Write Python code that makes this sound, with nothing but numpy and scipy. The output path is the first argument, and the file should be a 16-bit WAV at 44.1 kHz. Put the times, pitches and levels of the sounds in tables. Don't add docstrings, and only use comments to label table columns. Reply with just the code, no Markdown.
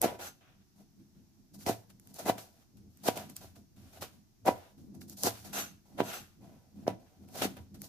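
import sys
import numpy as np
from scipy import signal
from scipy.fft import rfft, irfft, next_fast_len
from scipy.io import wavfile

SR = 44100
rng = np.random.default_rng(int(sys.argv[2]) if len(sys.argv) > 2 else 0)


def pcm_store(signal):
    levels = np.round(np.clip(np.atleast_2d(signal), -1, 1) * 32767)
    wavfile.write(sys.argv[1], SR, levels.astype(np.int16).T)


N = 347508

# (start [s], length [s], push on the wood [dB],
# crunch of flesh [dB], fizz of skin and juice [dB], swell towards the end [dB], fall [dB/s])
STROKES = [(.017, 0.028, -17, -35.5, -35.5, 9.5, 601), (.075, 0.077, -41.5, -67, -70.5, -6, 900),
           (.41, 0.084, -67, -70.5, -102, -1, 103), (.76, 0.056, -62, -78, -70.5, 5, 500),
           (.985, 0.016, -81, -82, -80, 7, 152), (1.15, 0.035, -89, -86, -83, -2, 154),
           (1.33, 0.021, -86, -101, -84, 3, 100), (1.538, 0.0093, -55, -72, -55.5, 8, 596),
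           (1.59, 0.043, -61, -68, -55.5, 6, 497), (1.665, .027, -24, -42, -38, 3, 415),
           (1.898, 0.0053, -60, -68, -64, 4, 900), (2.0, 0.11, -60.5, -75.5, -65, 17, 500.5),
           (2.14, 0.026, -50, -63.5, -52.5, 9.5, 595.5), (2.187, 0.011, -37.5, -53, -48, 2, 280.5),
           (2.257, 0.04, -18.5, -38.5, -37, 11.5, 999), (2.382, 0.024, -50, -62, -54.5, -3.5, 245),
           (2.53, 0.091, -65.5, -78.5, -74.5, 8, 350), (2.768, 0.0034, -70.5, -75, -70, 9, 305),
           (2.9, 0.19, -69, -66.5, -67.5, 12.5, 499.5), (3.036, 0.049, -19, -34.5, -32, 22, 1501.5),
           (3.205, 0.013, -47, -80, -78, 0, 900), (3.095, 0.02, -73, -57.5, -59, -4.5, 499),
           (3.158, 0.012, -36, -49.5, -47, 7, 270), (3.296, 0.0039, -55, -71, -60, -1, 550),
           (3.345, 0.019, -69, -60, -51, 43, 450), (3.412, 0.03, -50.5, -63.5, -59, 1.5, 252),
           (3.553, 0.0068, -53.5, -70, -64, 12, 323), (3.765, 0.15, -64, -72, -68.5, 1.5, 289.5),
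           (3.93, 0.052, -50.5, -63.5, -62, 3, 592.5), (4.012, 0.015, -38, -43, -44.5, 7, 473),
           (4.128, 0.0063, -69, -95, -74.5, 1, 264), (4.456, 0.022, -14.5, -43, -39.5, 12, 457.5),
           (4.56, 0.16, -66.5, -77, -76.5, -5.5, 503), (4.78, 0.049, -81.5, -83.5, -74, -2.5, 194),
           (4.94, 0.0072, -54, -85, -65, 11, 408), (5.008, 0.0055, -59, -66, -52.5, 13.5, 650),
           (5.082, 0.049, -58, -72, -54.5, 5.5, 903), (5.172, 0.062, -51, -64.5, -46, 5.5, 805),
           (5.234, .038, -20, -38, -29.5, 8.5, 693), (5.34, 0.09, -72, -66, -62.5, 0.5, 800),
           (5.447, 0.011, -46, -58, -53.5, 3, 233), (5.855, 0.18, -60, -79, -71, 2.5, 303),
           (5.98, 0.027, -25.5, -40.5, -52, 8.5, 894), (6.41, 0.031, -53.5, -74.5, -71.5, 5, 51),
           (6.76, 0.078, -61.5, -75, -73.5, 5, 396), (6.866, 0.01, -26.5, -49, -53.5, 20, 403),
           (7.0, 0.13, -64, -80.5, -78.5, 0, 97), (7.2, 0.038, -61, -81, -74, 12, 397),
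           (7.28, 0.039, -60, -80, -69, -0.5, 300), (7.31, 0.046, -40, -54, -49, 31, 209),
           (7.375, 0.071, -47, -55, -47, 1, 600), (7.421, .029, -28.5, -40.5, -41, 0, 902),
           (7.565, 0.0035, -46, -62.5, -67, 10, 310), (7.742, 0.0023, -52, -66, -58.5, 15, 600),
           (7.79, 0.054, -50, -66.5, -50.5, 29, 400)]
# (start [s], length [s], push on the board [dB],
# coarse rubbing [dB], fine rubbing [dB], swell towards the end [dB], fall [dB/s])
SCRAPES = [(0.192, 0.011, -39, -53, -54.5, 2, 502), (0.213, 0.061, -48, -51.5, -47.5, 3, 506),
           (5.532, 0.058, -35, -40, -39, 4.5, 247), (6.032, 0.07, -41, -46.5, -47.5, 7, 150),
           (6.134, 0.042, -51.5, -57.5, -53.5, -3, 403)]
# (share of the swell [factor], share of the fall [factor], tail level [dB], tail fall [dB/s])
STROKE_SHAPES = [(1.35, 1.24, -26, 112.5), (2, 0.96, -23, 113.5), (0.96, 0.91, -21.5, 109.5)]
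# (time [s], thud level [dB], contact [ms], ring level [dB], pitch favoured by where it lands [Hz])
KNOCKS = [(.0441, -19.5, 0.11, -14, 336), (.0587, -19, 0.59, -16, 400), (1.6682, -28, 0.81, -12, 700),
          (1.6962, -24, 0.32, -10, 333), (1.7095, -39, 0.39, -28, 330), (2.1937, -36.5, .25, -22.5, 700),
          (2.2615, -30.5, 0.083, -18, 708), (2.2769, -34.5, 0.31, -14.5, 700),
          (2.2974, -11, .33, -21.5, 679), (2.3858, -49, 0.2, -10, 704), (3.0867, -15.5, 0.34, -16.5, 722),
          (3.17, -36.5, 0.42, -15, 703), (3.177, -37, 0.34, -17, 600), (3.4453, -48, .23, -14, 400),
          (4.0235, -31, .25, -23.5, 1387), (4.466, -32, 0.3, -9, 650), (4.4896, -13.5, 0.29, -19.5, 577),
          (5.2479, -26, 0.9, -21, 351), (5.2719, -21.5, 0.33, -15, 300), (5.989, -34.5, 0.12, -7.5, 1500),
          (6.0038, -13.5, 0.13, -17.5, 504), (6.017, -31.5, 0.42, -6.5, 500),
          (6.868, -42.5, 0.094, -5.5, 1400), (6.8801, -16.5, .39, -19, 490), (6.908, -49.5, 0.11, -8, 1440),
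          (7.3657, -35.5, 0.38, -36, 600), (7.42, -21, 0.34, -25, 553), (7.4548, -20.5, 0.71, -29, 270),
          (7.5748, -47, .34, -21, 600)]
# (time [s], starting level [dB], treble over middle [dB])
SNAPS = [(.0166, -20.5, 7.5), (.0257, -27, 2.5), (.197, -55, -11), (1.5433, -65, 9), (1.6095, -52, 1),
         (1.6637, -30.5, -21), (1.9004, -58, 11), (1.9978, -50.5, 7.5), (2.0729, -48, 2.5),
         (2.1426, -45, 19.5), (2.1923, -40.5, 7.5), (2.7705, -63, 9), (2.9727, -54, 7),
         (3.0835, -34.5, -14), (3.1748, -31, -3.5), (3.2991, -44.5, 1), (3.3655, -34, 21),
         (4.0228, -40.5, -12), (4.46, -38, 8.5), (4.9509, -56, 16), (5.0173, -44.5, -16.5),
         (5.0975, -39.5, 17), (5.1748, -59, 10), (5.2345, -20, 32), (5.45, -50, 3), (6.004, -29.5, -30),
         (6.8792, -28, -22), (7.2875, -53.5, -2), (7.4215, -23, -16), (7.5698, -50, 2), (7.7496, -57, 5),
         (7.8182, -34.5, 8)]
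# (pitch [Hz], level [dB], time to fall by 60 dB [s])
BOARD_MODES = [(112, -5.5, 0.28), (196, -25, 0.13), (258, -12, 0.082), (297, -4, 0.11), (383, 1.5, 0.05),
               (479, -3.5, 0.073), (560, 2.5, 0.022), (638, 5.5, .025), (680.4, -3, 0.11), (744, -3, 0.11),
               (770, 6.5, 0.013), (965, -10, 0.17), (1212, -15, 0.021), (1320, -14.5, 0.072),
               (1470, -7.5, 0.023), (1700, -15.5, 0.054), (1983, -8.5, 0.038), (2350, -18.5, .05),
               (2440, -21, 0.064)]
# (pitch [Hz], width [Hz], level [dB])
BLADE_MODES = [(819, 32, -0.5), (1428, 26, 0), (1640, 50, -11.5), (2705, 7.4, 4.5), (5660, 63, -8),
               (6245, 15, 10), (7150, 260, -12.5), (7680, 120, -7.5), (10780, 71, -10.5), (11500, 200, -6),
               (12500, 100, -3), (13600, 90, -13), (14330, 60, -11.5)]
# (frequency [Hz], level per Hz [dB])
CRUNCH_COLOUR = [(600, -22.5), (1100, 0.5), (1400, 3.5), (2000, -2), (2700, 0.5), (3800, -4), (5500, -23),
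                 (9000, -29)]
# (frequency [Hz], level per Hz [dB])
TEARING_COLOUR = [(2500, -23), (4200, -1), (6000, 1.5), (8500, -3.5), (12000, 0), (14500, -1.5),
                  (16000, -12)]
# (frequency [Hz], level per Hz [dB])
RUBBING_COLOUR = [(2500, -37), (4200, -7.5), (6000, -8.5), (8500, -11), (10000, -10.5), (12000, -8),
                  (14500, -12), (16000, -8.5)]
# (time [s], hold [s], board rumble [dB], counter rumble [dB])
ROCKS = [(.02, 0.089, -53, -50), (0.24, 0.018, -63, -68.5), (.5, .03, -87, -71), (0.59, 0.022, -68, -73),
         (.8, 0.0084, -58.5, -65.5), (1.001, 0.011, -57, -64), (1.171, 0.028, -58, -63.5),
         (1.394, .01, -63.5, -70), (1.558, 0.026, -53.5, -63), (1.68, 0.0072, -49.5, -47.5),
         (1.91, 0.081, -63, -67), (2.08, 0.068, -60, -64), (2.26, 0.064, -47.5, -56.5),
         (2.6, 0.0077, -68, -71), (2.76, 0.11, -59, -57.5), (3.045, 0.074, -50.5, -60),
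         (3.197, .12, -54, -65.5), (3.404, 0.083, -66, -58), (3.58, .01, -56.5, -60),
         (3.774, 0.1, -59.5, -57.5), (4.014, 0.011, -56.5, -54), (4.144, .05, -63.5, -70.5),
         (4.461, 0.08, -59, -53), (4.794, 0.15, -52.5, -61), (4.972, 0.059, -53.5, -57),
         (5.096, 0.025, -54, -64), (5.257, 0.0037, -48.5, -48.5), (5.394, 0.028, -77.5, -62),
         (5.478, 0.15, -51, -58.5), (5.708, 0.021, -61, -61), (5.954, 0.11, -50.5, -57),
         (6.2, .01, -59.5, -58), (6.403, 0.14, -56, -57.5), (6.78, 0.16, -49, -55), (7.2, 0.16, -55, -61.5),
         (7.443, .01, -40, -48), (7.603, 0.012, -58, -53), (7.751, 0.091, -53, -54.5)]
# (pitch [Hz], width setting [Hz], level [dB])
ROCKING_MODES = [(150, 19, 3.5), (200, 17, 8.5), (235, 29.6, 1), (323.3, 12, -2), (356, 5.4, -26.5)]
# (pitch [Hz], width setting [Hz], level [dB])
COUNTER_MODES = [(50, 53, -15), (89.4, 9.8, -2.5), (108, 13, -5)]
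# (frequency [Hz], level per Hz [dB])
AIR_COLOUR = [(15, -30.5), (25, -3.5), (43, -10.5), (92, -4), (195, -8), (363, -15.5), (560, -36.5),
              (641, -23), (1260, -31.5), (3250, -34), (5880, -25.5), (8590, -37.5), (11600, -33),
              (14800, -33.5), (16000, -54.5)]

ONSET_DB_PER_S = 3001
SWELL_BEND = 1.13
CRUNCH_FLICKER_DB, STEEL_FLICKER_DB = 2.5, 3.0
SNAP_DYING_MS = 9
EDGE_PAN_DB = -1.3
FAVOUR_DB, FAVOUR_OCTAVES = 7, 0.24
GRIP_HZ = 380
KNOCK_INTO_STEEL_DB = -9
ROCK_RISE_DB_PER_S, ROCK_FALL_DB_PER_S = 292, 151.5
ALIKE_BELOW_HZ, BASS_LIKENESS = 900, 0.9
KITCHEN_T60_S, KITCHEN_DB, WALL_CUT_HZ = 0.33, -29, 20000
AIR_DB = -67
WHINE_HZ, WHINE_WIDTH_HZ, WHINE_DB = 5700, 390, -100
CUTOFF_HZ = 15900


def cutting():
    bursts = grains(per_s=11000, spread_db=2.5)
    flicker = amp(CRUNCH_FLICKER_DB * drift(45))
    crunch = flicker * gains(STROKES, axis=1) * rms_one(colour(bursts, CRUNCH_COLOUR))
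    fizz = gains(STROKES, axis=2) * rms_one(colour(bursts, TEARING_COLOUR))
    return crunch + fizz


def snaps():
    out = np.zeros((2, N))
    t = np.arange(1200) / SR
    noise = rng.choice([-1., 1.], (len(SNAPS), 2, len(t)))
    middle = signal.sosfilt(signal.butter(2, [1300, 5000], "band", fs=SR, output="sos"), noise)
    treble = signal.sosfilt(signal.butter(2, 5000, "high", fs=SR, output="sos"), noise)
    for (s, db, bright_db), low, high in zip(SNAPS, middle, treble):
        burst = amp(min(-bright_db, 0)) * low + amp(min(bright_db, 0)) * high
        fade = amp(db - 60e3 * t / SNAP_DYING_MS)
        start = round(s * SR)
        out[:, start:start + len(t)] += fade * sides(EDGE_PAN_DB) * burst
    return amp(6.5) * out


def knocks():
    thud, blows = np.zeros((2, N)), np.zeros((len(BOARD_MODES), 2, N))
    mode_hz = np.array(BOARD_MODES)[:, :1, None]
    per_mode = (len(KNOCKS), len(BOARD_MODES), 1, 1)
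    uneven = amp(3.0 * rng.standard_normal(per_mode))
    share = likeness(mode_hz, BASS_LIKENESS)
    lobes = rng.standard_normal(per_mode) * [[1], [-1]]
    uneven = uneven * (np.sqrt(1 + share) + np.sqrt(1 - share) * lobes)
    for (s, db, contact_ms, ring_db, favoured_hz), strengths in zip(KNOCKS, uneven):
        octaves_off = np.log2(mode_hz / favoured_hz)
        mode_db = ring_db + FAVOUR_DB * np.exp(-(octaves_off / FAVOUR_OCTAVES) ** 2)
        u = np.arange(-170, 171) / (contact_ms / 1000 * SR)
        at = slice(round(s * SR) - 170, round(s * SR) + 171)
        bell = amp(db) * sides(EDGE_PAN_DB) * np.exp(-u * u / 2)
        thud[:, at] += (1 - u * u) * bell
        unit_bell = bell * (u[1] - u[0]) / np.sqrt(2 * np.pi)
        blows[:, :, at] += amp(mode_db) * strengths * unit_bell
    soft_wood = signal.butter(2, [110, 1100], "band", fs=SR, output="sos")
    return signal.sosfilt(soft_wood, thud), blows


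def judder():
    slips = signal.lfilter(*signal.butter(2, GRIP_HZ, "high", fs=SR), grains(per_s=3200, spread_db=3.5))
    return amp(-37.0) * slips * gains(STROKES + SCRAPES, axis=0)


def board(shake, blows):
    modes = 0
    for blow, (hz, db, t60) in zip(blows, BOARD_MODES):
        modes = modes + amp(db) * ring(shake + blow, hz, t60)
    return signal.sosfilt(signal.butter(4, 130, "high", fs=SR, output="sos"), modes)


def scraping(ticks):
    rub = grains(per_s=8300, spread_db=-1.5)
    fine = gains(SCRAPES, axis=2)
    direct = gains(SCRAPES, axis=1) * rms_one(colour(rub, CRUNCH_COLOUR))
    direct = direct + fine * rms_one(colour(rub, RUBBING_COLOUR))
    drive = amp(28.0) * fine ** 1.314 * rub + amp(-9.0) * ticks
    steel = 0
    for hz, width_hz, db in BLADE_MODES:
        flicker = amp(STEEL_FLICKER_DB * drift(35))
        steel = steel + amp(db) * resonance(drive * flicker, hz, width_hz)
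    return direct + steel


def rumble():
    lumps = grains(per_s=2700, spread_db=2.5, bass=0.68)
    out = 0
    for column, modes in ((2, ROCKING_MODES), (3, COUNTER_MODES)):
        low = 0
        for hz, width_hz, db in modes:
            once = resonance(lumps, hz, 2 * width_hz)
            low = low + amp(db) * resonance(once, hz, 2 * width_hz)
        out = out + rocking(axis=column) * rms_one(low)
    return out


def kitchen(x):
    size = next_fast_len(N + SR // 2, True)
    w = 2 * np.pi * np.arange(size // 2 + 1) / size
    dull = np.exp(-2 * np.pi * WALL_CUT_HZ / SR)
    walls = (1 - dull) / (1 - dull * np.exp(-1j * w))
    echoes = np.zeros((2, len(w)), complex)
    for k, lag in enumerate(np.geomspace(.009, .033, num=16) * SR):
        loop = amp(-60 * lag / SR / KITCHEN_T60_S) * walls * np.exp(-1j * w * lag)
        echoes[k % 2] += (-1) ** (k // 2) * loop / (1 - loop)
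    return irfft(rfft(x, size) * echoes, size)[:, :N]


def air():
    wide = amp(AIR_DB) * rms_one(colour(grains(per_s=SR, spread_db=1.5, bass=0.27), AIR_COLOUR))
    whine = resonance(rng.standard_normal((2, N)), WHINE_HZ, WHINE_WIDTH_HZ)
    return wide + amp(WHINE_DB) * rms_one(whine)


def amp(db):
    return 10 ** (np.asarray(db) / 20)


def rms_one(x):
    return x / np.sqrt(np.mean(x ** 2) + 1e-20)


def gains(rows, axis):
    lead = round(.03 * SR)
    out = np.zeros(lead + N + SR)
    swells, falls, tail_db, tail_fall = STROKE_SHAPES[axis]
    for s, length, *levels, swell_db, fall in rows:
        t = np.arange(-lead, round((length + .4) * SR)) / SR
        after = np.maximum(t - length, 0)
        onset = ONSET_DB_PER_S * np.minimum(t, 0)
        swell = swells * swell_db * np.clip(1 - t / length, 0, 1) ** SWELL_BEND
        body = amp(onset - swell - falls * fall * after)
        tail = amp(tail_db - tail_fall * after) * (after > 0)
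        start = round(s * SR)
        out[start:start + len(t)] += amp(levels[axis]) * (body + tail)
    return out[lead:lead + N]


def rocking(axis):
    t = np.arange(0, N, 40) / SR
    rows = np.array(ROCKS)[:, :, None]
    early = np.maximum(rows[:, 0] - t, 0)
    late = np.maximum(t - rows[:, 0] - rows[:, 1], 0)
    gain = amp(rows[:, axis] - ROCK_RISE_DB_PER_S * early - ROCK_FALL_DB_PER_S * late).sum(axis=0)
    return np.interp(np.arange(N) / SR, t, gain)


def grains(per_s, spread_db, bass=BASS_LIKENESS):
    sizes = amp(spread_db * np.minimum(rng.exponential(1, (2, N)), 5)) * rng.choice([-1, 1], (2, N))
    mid, side = sizes * (rng.random((2, N)) < per_s / SR)
    size = next_fast_len(N, True)
    alike = likeness(np.arange(size // 2 + 1) * SR / size, bass)
    shared = np.sqrt(1 + alike) * rfft(mid, size)
    opposed = np.sqrt(1 - alike) * rfft(side, size) * [[1], [-1]]
    return rms_one(irfft(shared + opposed, size)[:, :N])


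def likeness(hz, bass):
    return np.clip(bass, 0, 1) / (1 + (hz / ALIKE_BELOW_HZ) ** 4)


def sides(pan_db):
    return amp(np.array([[pan_db / 2], [-pan_db / 2]]))


def drift(per_s):
    steps = rng.standard_normal(400)
    return np.interp(np.arange(N) / SR * per_s, np.arange(len(steps)), steps)


def colour(x, spectrum):
    hz, db = np.transpose(spectrum)
    size = next_fast_len(N)
    log_hz = np.log(np.maximum(np.arange(size // 2 + 1) * SR / size, 1))
    weights = amp(np.interp(log_hz, np.log(hz), db))
    return irfft(rfft(x, size) * weights, size)[..., :N]


def resonance(x, hz, width_hz):
    r = np.exp(-np.pi * width_hz / SR)
    top = (1 - r * r) / 2
    return signal.lfilter([top, 0, -top], [1, -2 * r * np.cos(2 * np.pi * hz / SR), r * r], x)


def ring(force, hz, t60):
    r, w = amp(-60 / (t60 * SR)), 2 * np.pi * hz / SR
    return signal.lfilter([0, np.sin(w)], [1, -2 * r * np.cos(w), r * r], force + 1e-18)


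def scene():
    thud, blows = knocks()
    ticks = snaps()
    wood = board(judder(), blows)
    blade = scraping(ticks + amp(KNOCK_INTO_STEEL_DB) * thud)
    near = thud + wood + ticks + cutting() + blade
    return near + amp(KITCHEN_DB) * kitchen(near) + rumble() + air()


def record(dry):
    return signal.sosfilt(signal.cheby2(14, 60, CUTOFF_HZ, fs=SR, output="sos"), dry)


dry = scene()
out = record(dry)
pcm_store(out)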